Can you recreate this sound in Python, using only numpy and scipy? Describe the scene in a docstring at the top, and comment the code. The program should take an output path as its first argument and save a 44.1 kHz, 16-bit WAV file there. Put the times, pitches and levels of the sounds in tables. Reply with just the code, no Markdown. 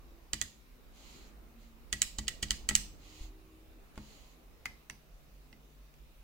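"""A quiet room, a circuit board on a wooden desk, close two-port microphone: keypad keys and a tiny switch click.
Clicks are knocks ringing damped plastic and board modes, plus a short snap; each press also thumps the
desk's own modes. Shaped noise makes the sleeve sliding over wood, the low rumble, the wash and the hiss;
wavering near sines make the hums. Near echoes and a room tail surround the clicks."""
import sys
import numpy as np
from scipy import signal
from scipy.io import wavfile
from scipy.ndimage import uniform_filter1d

SR = 44100
rng = np.random.default_rng(int(sys.argv[2]) if len(sys.argv) > 2 else 0)


def log_audio(samples):
    """Write samples as a 16-bit WAV file to the path given in sys.argv[1]."""
    # one column per channel
    frames = np.atleast_2d(samples).T
    # limit to full scale, then quantise
    limited = np.clip(frames, -1, 1)
    pcm = np.round(limited * 32767).astype(np.int16)
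    wavfile.write(sys.argv[1], SR, pcm)


N = 274743  # length in samples


def gain_of(db):
    """Amplitude factor of a level in dB."""
    return 10 ** (np.asarray(db) / 20)


def evened(x):
    """Scales to rms 1."""
    return x / np.sqrt(np.mean(x ** 2) + 1e-20)


def read(points, hz):
    """Reads a table on a log-frequency axis."""
    f, value = np.transpose(points)
    return np.interp(np.log(hz + 1), np.log(f + 1), value)


def add(mix, s, sound):
    """Mixes a sound in at a time in seconds, cut at the end of the mix."""
    part = mix[..., round(s * SR):][..., :sound.shape[-1]]
    part += sound[..., :part.shape[-1]]


def swell(t, start, top, stop, start_db, stop_db):
    """Level in dB that climbs to 0 at the top and sinks again."""
    return np.interp(t, [start, np.clip(top, start, stop), stop], [start_db, 0, stop_db])


# left-right likeness of every noise, before each noise scales it: pitch_hz, likeness (no unit)
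PORT_LIKENESS = [(60, 0.46), (180, 0.56), (550, 0.4), (1650, -0.1), (4970, 0.11), (15000, -0.1)]
# stereo balance of every noise: pitch_hz, left_minus_right_db
PORT_TILT = [(60, -2.5), (130, 2.5), (290, 0.5), (640, 0.0), (1410, 0.5), (3100, -3.5), (6820, -4),
             (15000, 5)]


def noise(colour, likeness, patchy_db, size=1024):
    """Two-port noise of rms 1 from random short-time spectra with drifting patches."""
    frames, hz = 4 * N // size + 5, np.fft.rfftfreq(size, 1 / SR)
    a, b, c, d, patches = rng.standard_normal((frames, len(hz), 5)).T
    patches = uniform_filter1d(patches, size=12, axis=0)  # smooth over frequency
    patches = evened(uniform_filter1d(patches, size=14, axis=1))  # smooth over time
    same = np.clip(likeness * read(PORT_LIKENESS, hz), -1, 1)[:, None]
    left = a + 1j * b
    right = same * left + np.sqrt(1 - same ** 2) * (c + 1j * d)
    tilt_db = np.multiply.outer([.5, -.5], read(PORT_TILT, hz))[..., None]
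    level_db = read(colour, hz)[:, None] + patchy_db * patches + tilt_db
    spectra = np.array([left, right]) * gain_of(level_db)
    return evened(signal.istft(spectra, nperseg=size, noverlap=size - size // 4)[1][:, :N])


# level curve of the low rumble and mid wash: time_s, rumble_db, wash_db
BACKGROUND_LEVELS = [(0.0, -59, -64.5), (.43, -57, -66), (.75, -58, -66.5), (1.2, -56, -61),
                     (1.75, -55.5, -64.5), (2.25, -52, -63), (2.8, -44.5, -60.5), (3.05, -58.5, -63.5),
                     (3.6, -62, -65.5), (4.01, -56.5, -62), (4.35, -59.5, -64), (5.1, -56, -66.5),
                     (5.659, -60.5, -67.5), (6.23, -58, -67.5)]
# noise spectra, relative: pitch_hz, level_db (per Hz)
RUMBLE_COLOUR = [(7.1, -29.5), (14, -9), (30, -9), (44, 1.5), (56, -6.5), (75, -19.5), (112, -23.5),
                 (146, -27), (158, -15), (174, -23), (200, -23.5), (260, -46), (440, -120)]
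WASH_COLOUR = [(71, -32), (120, -5.5), (151, -10.5), (173, -21), (226, -2.5), (280, -6.5), (316, -7),
               (1370, -18), (3000, -29), (3900, -52.5), (6600, -120)]
HISS_COLOUR = [(710, -38.5), (1200, -3), (1460, -9), (2510, -2), (3360, -7.5), (3700, -4), (4220, -7.5),
               (6160, -10), (8820, -13.5), (15000, -8), (16000, -7.5)]
HISS_DB = -67


def background():
    """Slowly changing low rumble, swelling under the key thumps, and mid wash over steady hiss."""
    t = np.arange(N) / SR
    s, rumble_db, wash_db = np.transpose(BACKGROUND_LEVELS)
    rumble = noise(RUMBLE_COLOUR, likeness=1.66, patchy_db=1.6, size=4096)
    rumble *= gain_of(np.interp(t, s, rumble_db))
    wash = noise(WASH_COLOUR, likeness=1.2, patchy_db=1.56, size=2048)
    wash *= gain_of(np.interp(t, s, wash_db))
    hiss = gain_of(HISS_DB) * noise(HISS_COLOUR, likeness=.9, patchy_db=1.5)
    return rumble + wash + hiss


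# faint hums from outside, before wavering: start_s, loudest_s, end_s, first_hz, last_hz, top_db (rms)
HUM_SWELLS = [(2.4, 3.35, 3.95, 304, 322, -64), (2.95, 3.4, 3.9, 378, 390, -69),
              (4.65, 5.4, 6.22, 145, 147, -68), (1.4, 1.65, 1.9, 226, 234, -63),
              (2.5, 3.2, 3.85, 90, 90, -64), (4.5, 5.8, 6.22, 47, 48, -61), (.01, .12, .36, 62, 60, -61),
              (.01, .12, .28, 338, 335, -67)]
HUM_ENDS_DB = -8  # below the top at either end


def hums():
    """Near sines that swell, drift in pitch and waver."""
    out = np.zeros(N)
    for start, top, stop, first_hz, last_hz, db in HUM_SWELLS:
        t = np.arange(start, stop, 1 / SR)
        waver = uniform_filter1d(rng.standard_normal(N), size=3000)
        waver = evened(uniform_filter1d(waver, size=3000))
        hz = np.linspace(first_hz, last_hz, len(t)) * (1 + .005 * waver[:len(t)])
        turns = np.cumsum(hz) / SR
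        level_db = db + swell(t, start, top, stop, HUM_ENDS_DB, HUM_ENDS_DB)
        level_db += 1.6 * waver[::-1][:len(t)]  # the reversed curve wavers the level
        sine = np.sqrt(2) * np.sin(2 * np.pi * turns)
        add(out, start, gain_of(level_db) * sine * signal.windows.tukey(len(t), .2))
    return out


# the key cap striking its stop: pitch_hz, length_s, left_minus_right_db, left_lead_rad
CAP_SNAP = (7400, .00062, -6, 2.)


def stop_snap(since, side):
    """A short sine burst under a rounded envelope, as the cap strikes its stop."""
    hz, length, pan_db, lead = CAP_SNAP
    envelope = np.sin(np.pi * np.minimum(since / length, 1)) ** 2
    return gain_of(side * pan_db) * envelope * np.sin(2 * np.pi * hz * since + side * lead)


TOUCH_S, TOUCH_DB = 0.0038, -39  # rubbing before each blow
BUILD_UP = 0.037  # share of its t60 that a mode needs to build up
SNAP_AT = 0.93  # share of the rise that passes before the snap
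RATTLE_S, RATTLE_PER_RISE = 0.0018, 0.77  # a slower stroke rattles longer


def click(row, modes, luck, low_hz, split_hz, bright_hz):
    """Touch, rattle of knocks on damped modes, and snap; returns the direct and the spread sound."""
    _, rattle_db, snap_db, ring_db, bright_db, rise, _ = row
    rattle_s = RATTLE_S + RATTLE_PER_RISE * rise
    t, side = np.arange(2048) / SR, np.array([[.5], [-.5]])
    since = np.maximum(t - TOUCH_S, 0)
    strength = np.exp(-since / max(rattle_s, 3e-4)) * np.minimum(since / max(rise, 1e-4), 1) ** 2
    strength += gain_of(TOUCH_DB) * (t < TOUCH_S)  # the key rubs faintly on its way
    knocks = (strength * luck[:len(t)])[None]
    sound, spread = np.zeros((2, 2, len(t)))
    for k, (hz, mode_db, t60, pan_db, lead) in enumerate(modes):
        boost_db = ring_db if hz < split_hz else bright_db if hz > bright_hz else 0
        boost_db += 1.5 * luck[-k - 1]  # each blow lands a little differently
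        t60 = np.clip(t60, .001, 75 / hz)  # plastic dies within 75 cycles
        wave = gain_of(mode_db + boost_db + side * pan_db) * np.sin(2 * np.pi * hz * t + side * lead)
        ring = wave * gain_of(-60 * t / t60) * (1 - np.exp(-t / (BUILD_UP * t60)))
        rung = signal.fftconvolve(ring, knocks, axes=1)[:, :len(t)]
        sound += rung * np.linalg.norm(ring) / np.linalg.norm(rung)  # every mode takes its share of the blow
        blur = 1 if t60 > .017 else 3  # over all directions only the longer-ringing modes stay sharp
        spread += wave * np.sqrt(blur) * gain_of(-60 * blur * t / t60)
    snap = stop_snap(np.maximum(since - SNAP_AT * rise, 0), side)
    sound = gain_of(rattle_db) * sound / abs(sound.mean(0)).max()
    sound += gain_of(snap_db) * snap / abs(snap.mean(0)).max()
    spread *= np.linalg.norm(sound) / np.linalg.norm(spread)
    high_pass = signal.butter(3, low_hz, "high", fs=SR, output="sos")
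    return signal.sosfilt(high_pass, [sound, spread])


# ringing modes of the desk top, before the spread from blow to blow: pitch_hz, level_db, t60_s
DESK_MODES = [(39, -13.5, 0.713), (59, 2.5, 0.31), (86.1, -1, 0.22), (139, -7, 0.28), (212.5, -7, 0.39),
              (252, -11, 0.21), (311.3, -12.5, 0.2), (383, -10.5, 0.075), (505, -14.5, 0.035),
              (629, -15, 0.04), (835, -11.5, 0.03), (1100, -20, 0.061), (1450, -25, 0.037)]
SPOT_DB, SPOT_PITCH = 2., .015  # spread of the desk modes from blow to blow: dB, share of pitch


def thump(db, contact, hard_db, luck):
    """A push rings the desk top; longer contact leaves only the low modes."""
    t = np.arange(SR) / SR
    ring = np.zeros(SR)
    for (hz, mode_db, t60), (level_luck, pitch_luck) in zip(DESK_MODES, luck):
        octaves = np.log2(hz / DESK_MODES[0][0])
        level_db = mode_db + SPOT_DB * level_luck + hard_db * octaves - 60 * t / t60
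        ring += gain_of(level_db) * np.sin(2 * np.pi * hz * (1 + SPOT_PITCH * pitch_luck) * t)
    push = np.hanning(round(max(contact, .0002) * SR))
    sound = signal.fftconvolve(ring, push)
    return gain_of(db + np.array([[.6], [-.6]])) * sound / abs(sound).max()


# key strokes, down and up, with the faint ticks between:
# start_s, rattle_db, snap_db, board_ring_db, brightness_db, rise_s, desk_thump_db
KEY_STROKES = [(.3322, -19.5, -17.5, 6, 5, 0.00083, -35.5), (.4142, -18, -22, 4, 8, 0.00016, -39),
               (1.9265, -18.5, -17.5, 5.5, 4.5, 0.0011, -35.5), (2.008, -45, -70, 2, -11, .0005, -54.5),
               (2.0182, -12, -16, 0, 8.5, 0.00017, -43.5), (2.1825, -25, -33, 1.5, 4, 0.0037, -32),
               (2.2705, -43, -70, -1.5, -5, .0005, -51.5), (2.2795, -20, -26, 3, 4.5, 0.001606, -42),
               (2.4245, -23, -44.5, 0, 2.9, 0.0041, -32.5), (2.483, -42, -69, -2, -4, .0005, -61.5),
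               (2.5064, -15.5, -27, 0.5, 4, 0.000322, -38.5), (2.6884, -14, -25.5, 4.5, 7, 0.000887, -34.5),
               (2.7078, -26.5, -49, 17, -31, 0.000414, -30),
               (2.7521, -9.5, -16.5, -4.5, 10.5, 0.00011, -42)]
# keypad and board modes; click() caps the decay: pitch_hz, level_db, t60_s, left_minus_right_db, left_lead_rad
KEYPAD_MODES = [(1300, -11, 0.026, 14, 0.1), (1950, -3, .03, -2, .3), (2510, -6, 0.005, -23, 0.26),
                (3095, 8, 0.0065, -12, 0.21), (4066, 3.5, 0.00683, -12, 0.36),
                (4540, 10, 0.0047, 7.5, 0.33), (6240, -2.5, .004, -2, 0.92), (6750, 6, 0.0043, -9.5, 0.31),
                (7530, 7.5, 0.00441, 3, 2.08), (7870, -23.5, .004, -2, 2), (9570, -16, 0.0016, 13, 0.83),
                (12790, -13, 0.004, -1, 0.97), (15200, -8, 0.0029, -4.5, 0.86)]
# push switch and finger taps on the board:
# start_s, rattle_db, snap_db, board_ring_db, brightness_db, rise_s, desk_thump_db
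SWITCH_TAPS = [(3.956, -54, -63, -18, 22, 0.0019, -65), (3.9764, -43.5, -45, -3, 12, 0.0013, -81),
               (4.655, -25, -47, 5, 15, 0.00146, -44), (4.8985, -30.5, -37.5, 2.5, 20.5, 0.00008, -46.5),
               (5.527, -46.5, -72, -1, -14, 0.0011, -48.5), (5.939, -55.5, -66, -23, 18, .001, -60)]
# modes of the switch corner; click() caps the decay: pitch_hz, level_db, t60_s, left_minus_right_db, left_lead_rad
CORNER_MODES = [(855, -12, 0.013, 6, .1), (1218, -12, 0.0091, 17, .1), (1460, -20, 0.012, -8, .1),
                (2000, -10, 0.0068, 32, 0.25), (2140, 0, .022, -4, .3), (2670, 5.5, 0.0033, -20, 0.13),
                (3480, 12, 0.0016, 4, 0.4), (4280, -5.5, 0.005, 23, 2.57), (6300, -8.5, 0.0021, -9.5, 0.51),
                (8500, -23, 0.001, 32, 0.83), (11900, -18, 0.00084, -11, 2.9)]
# an arm or hand lands on the desk; thump() floors the contact: start_s, level_db, contact_s, hardness_db_per_octave
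ARM_BUMPS = [(3.204, -35.5, 0.011, -31), (3.977, -32.5, 0.00016, 4.5)]


def fingers():
    """Presses excite board and desk: direct clicks, their spread sound for the room, and desk thumps."""
    clicks, spreads, thumps = np.zeros((3, 2, N))
    strokes = KEY_STROKES + SWITCH_TAPS
    luck = rng.standard_normal((len(strokes), 2100))
    spots = rng.standard_normal((len(strokes) + len(ARM_BUMPS), len(DESK_MODES), 2))
    for k, row in enumerate(strokes):
        on_keypad = k < len(KEY_STROKES)
        modes, low_hz = (KEYPAD_MODES, 1650) if on_keypad else (CORNER_MODES, 900)  # small parts radiate no bass
        sound, spread = click(row, modes, luck[k], low_hz, split_hz=2600, bright_hz=5200)
        start, thump_db = row[0], row[-1]
        add(clicks, start - TOUCH_S, sound)
        add(spreads, start, spread)
        add(thumps, start + 0.005, thump(thump_db, contact=0.00033, hard_db=1.9, luck=spots[k]))
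    for (start, *blow), spot in zip(ARM_BUMPS, spots[::-1]):
        add(thumps, start, thump(*blow, spot))
    return clicks, spreads, thumps


# echoes off things on the desk: delay_s, level_db
NEAR_ECHOES = [(.0075, -13), (0.0128, -26), (0.022, -41.5)]


def echoes(x):
    """Near surfaces return each click as a short smeared burst."""
    t, taps = np.arange(768) / SR, np.zeros((2, 2048))
    for delay, db in NEAR_ECHOES:
        burst = rng.standard_normal((2, len(t))) * np.exp(-t / .003) * np.minimum(t / .001, 1)
        add(taps, delay, gain_of(db) * burst / np.linalg.norm(burst[0]))
    return signal.fftconvolve(x, taps, axes=1)[:, :N]


# decay of the room: pitch_hz, t60_s
ROOM_DECAY = [(500, 0.54), (1500, 0.17), (3000, 0.39), (6500, 0.38), (10000, .28), (15000, 0.4)]
# colour of the room tail, before room() scales it by 0.36: pitch_hz, level_db (per Hz)
TAIL_COLOUR = [(350, -38.5), (600, -11), (779, -14.5), (984, 0.5), (1390, -12.5), (1950, 6), (2310, -6.5),
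               (2950, -19), (3990, -14), (5120, -4.5), (6830, -20), (10900, -15), (16000, -21.5)]


def room(x):
    """Sparse taps of random sign, each band dying at its own speed; three tails take turns."""
    out = np.zeros((2, N))
    turn = np.arange(N) / SR * 2 * np.pi * 1.5  # 1.5 turns per second
    for k in range(3):
        taps = np.zeros((2, SR // 2))
        at = np.arange(260, SR // 2 - 20, 20)
        at = at + rng.integers(0, 20, (2, len(at)))  # one tap somewhere in every 20 samples
        np.put_along_axis(taps, at, rng.choice([-1., 1.], at.shape), 1)
        hz, t, spectra = signal.stft(taps, SR, nperseg=256)
        decay_db = -60 * t / read(ROOM_DECAY, hz)[:, None]
        colour_db = 0.36 * read(TAIL_COLOUR, hz)[:, None]
        tail = signal.istft(spectra * gain_of(decay_db + colour_db), SR, nperseg=256)[1]
        tail /= np.linalg.norm(tail[0])
        share = np.sqrt(2 / 3) * np.cos(turn + k * 2 * np.pi / 3)
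        out += signal.fftconvolve(x * share, tail, axes=1)[:, :N]
    return out


# strokes of the sleeve: start_s, fastest_s, stop_s, top_db
SLEEVE_SLIDES = [(0.906, 1.126, 1.35, -57), (1.556, 1.634, 1.75, -67.5), (2.97, 3.236, 3.33, -56),
                 (3.92, 4.117, 4.4, -60)]
# spectrum of sleeve on wood, relative: pitch_hz, level_db (per Hz)
SLEEVE_COLOUR = [(470, -35), (800, -4), (1190, -6.5), (1720, -16.5), (2010, -1.5), (2410, -3.5),
                 (3130, -0.5), (3660, -5), (4130, 0.5), (5630, -9), (6740, -1.5), (8780, -16),
                 (14000, -17.5)]
SLIDE_START_DB, SLIDE_STOP_DB, SLIDE_EDGE_S = -6.5, -10.5, 0.075  # below the top at either end; fade at the ends


def sleeve():
    """Cloth friction noise that grows with the speed of the arm."""
    t, level = np.arange(N) / SR, np.zeros(N)
    for start, top, stop, db in SLEEVE_SLIDES:
        fade = np.clip(np.minimum(t - start, stop - t) / SLIDE_EDGE_S, 0, 1)
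        level += fade * gain_of(db + swell(t, start, top, stop, SLIDE_START_DB, SLIDE_STOP_DB))
    return level * noise(SLEEVE_COLOUR, likeness=0.89, patchy_db=-0.6, size=512)


def scene():
    """Clicks with their echoes and room, desk thumps, sleeve, hums and background."""
    clicks, spreads, thumps = fingers()
    radiated = spreads + 0.66 * clicks + 0.9 * thumps
    reflected = echoes(radiated) + gain_of(-13.5) * room(radiated)
    return clicks + reflected + thumps + sleeve() + hums() + background()


EDGE_HZ, LIMIT_HZ = 15850, 16650  # port filter edge, band limit


def record(dry):
    """The port filter weakens all above one edge to 0.12; then the band limit cuts the top."""
    edges_hz = [0, EDGE_HZ - 100, EDGE_HZ + 100, SR / 2]
    shelf = signal.firwin2(511, edges_hz, [1, 1, .12, .12], fs=SR)
    limit = signal.firwin(511, LIMIT_HZ, window=("kaiser", 9), fs=SR)
    return signal.oaconvolve(dry, np.convolve(shelf, limit)[None], "same")


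dry = scene()
out = record(dry)
log_audio(out)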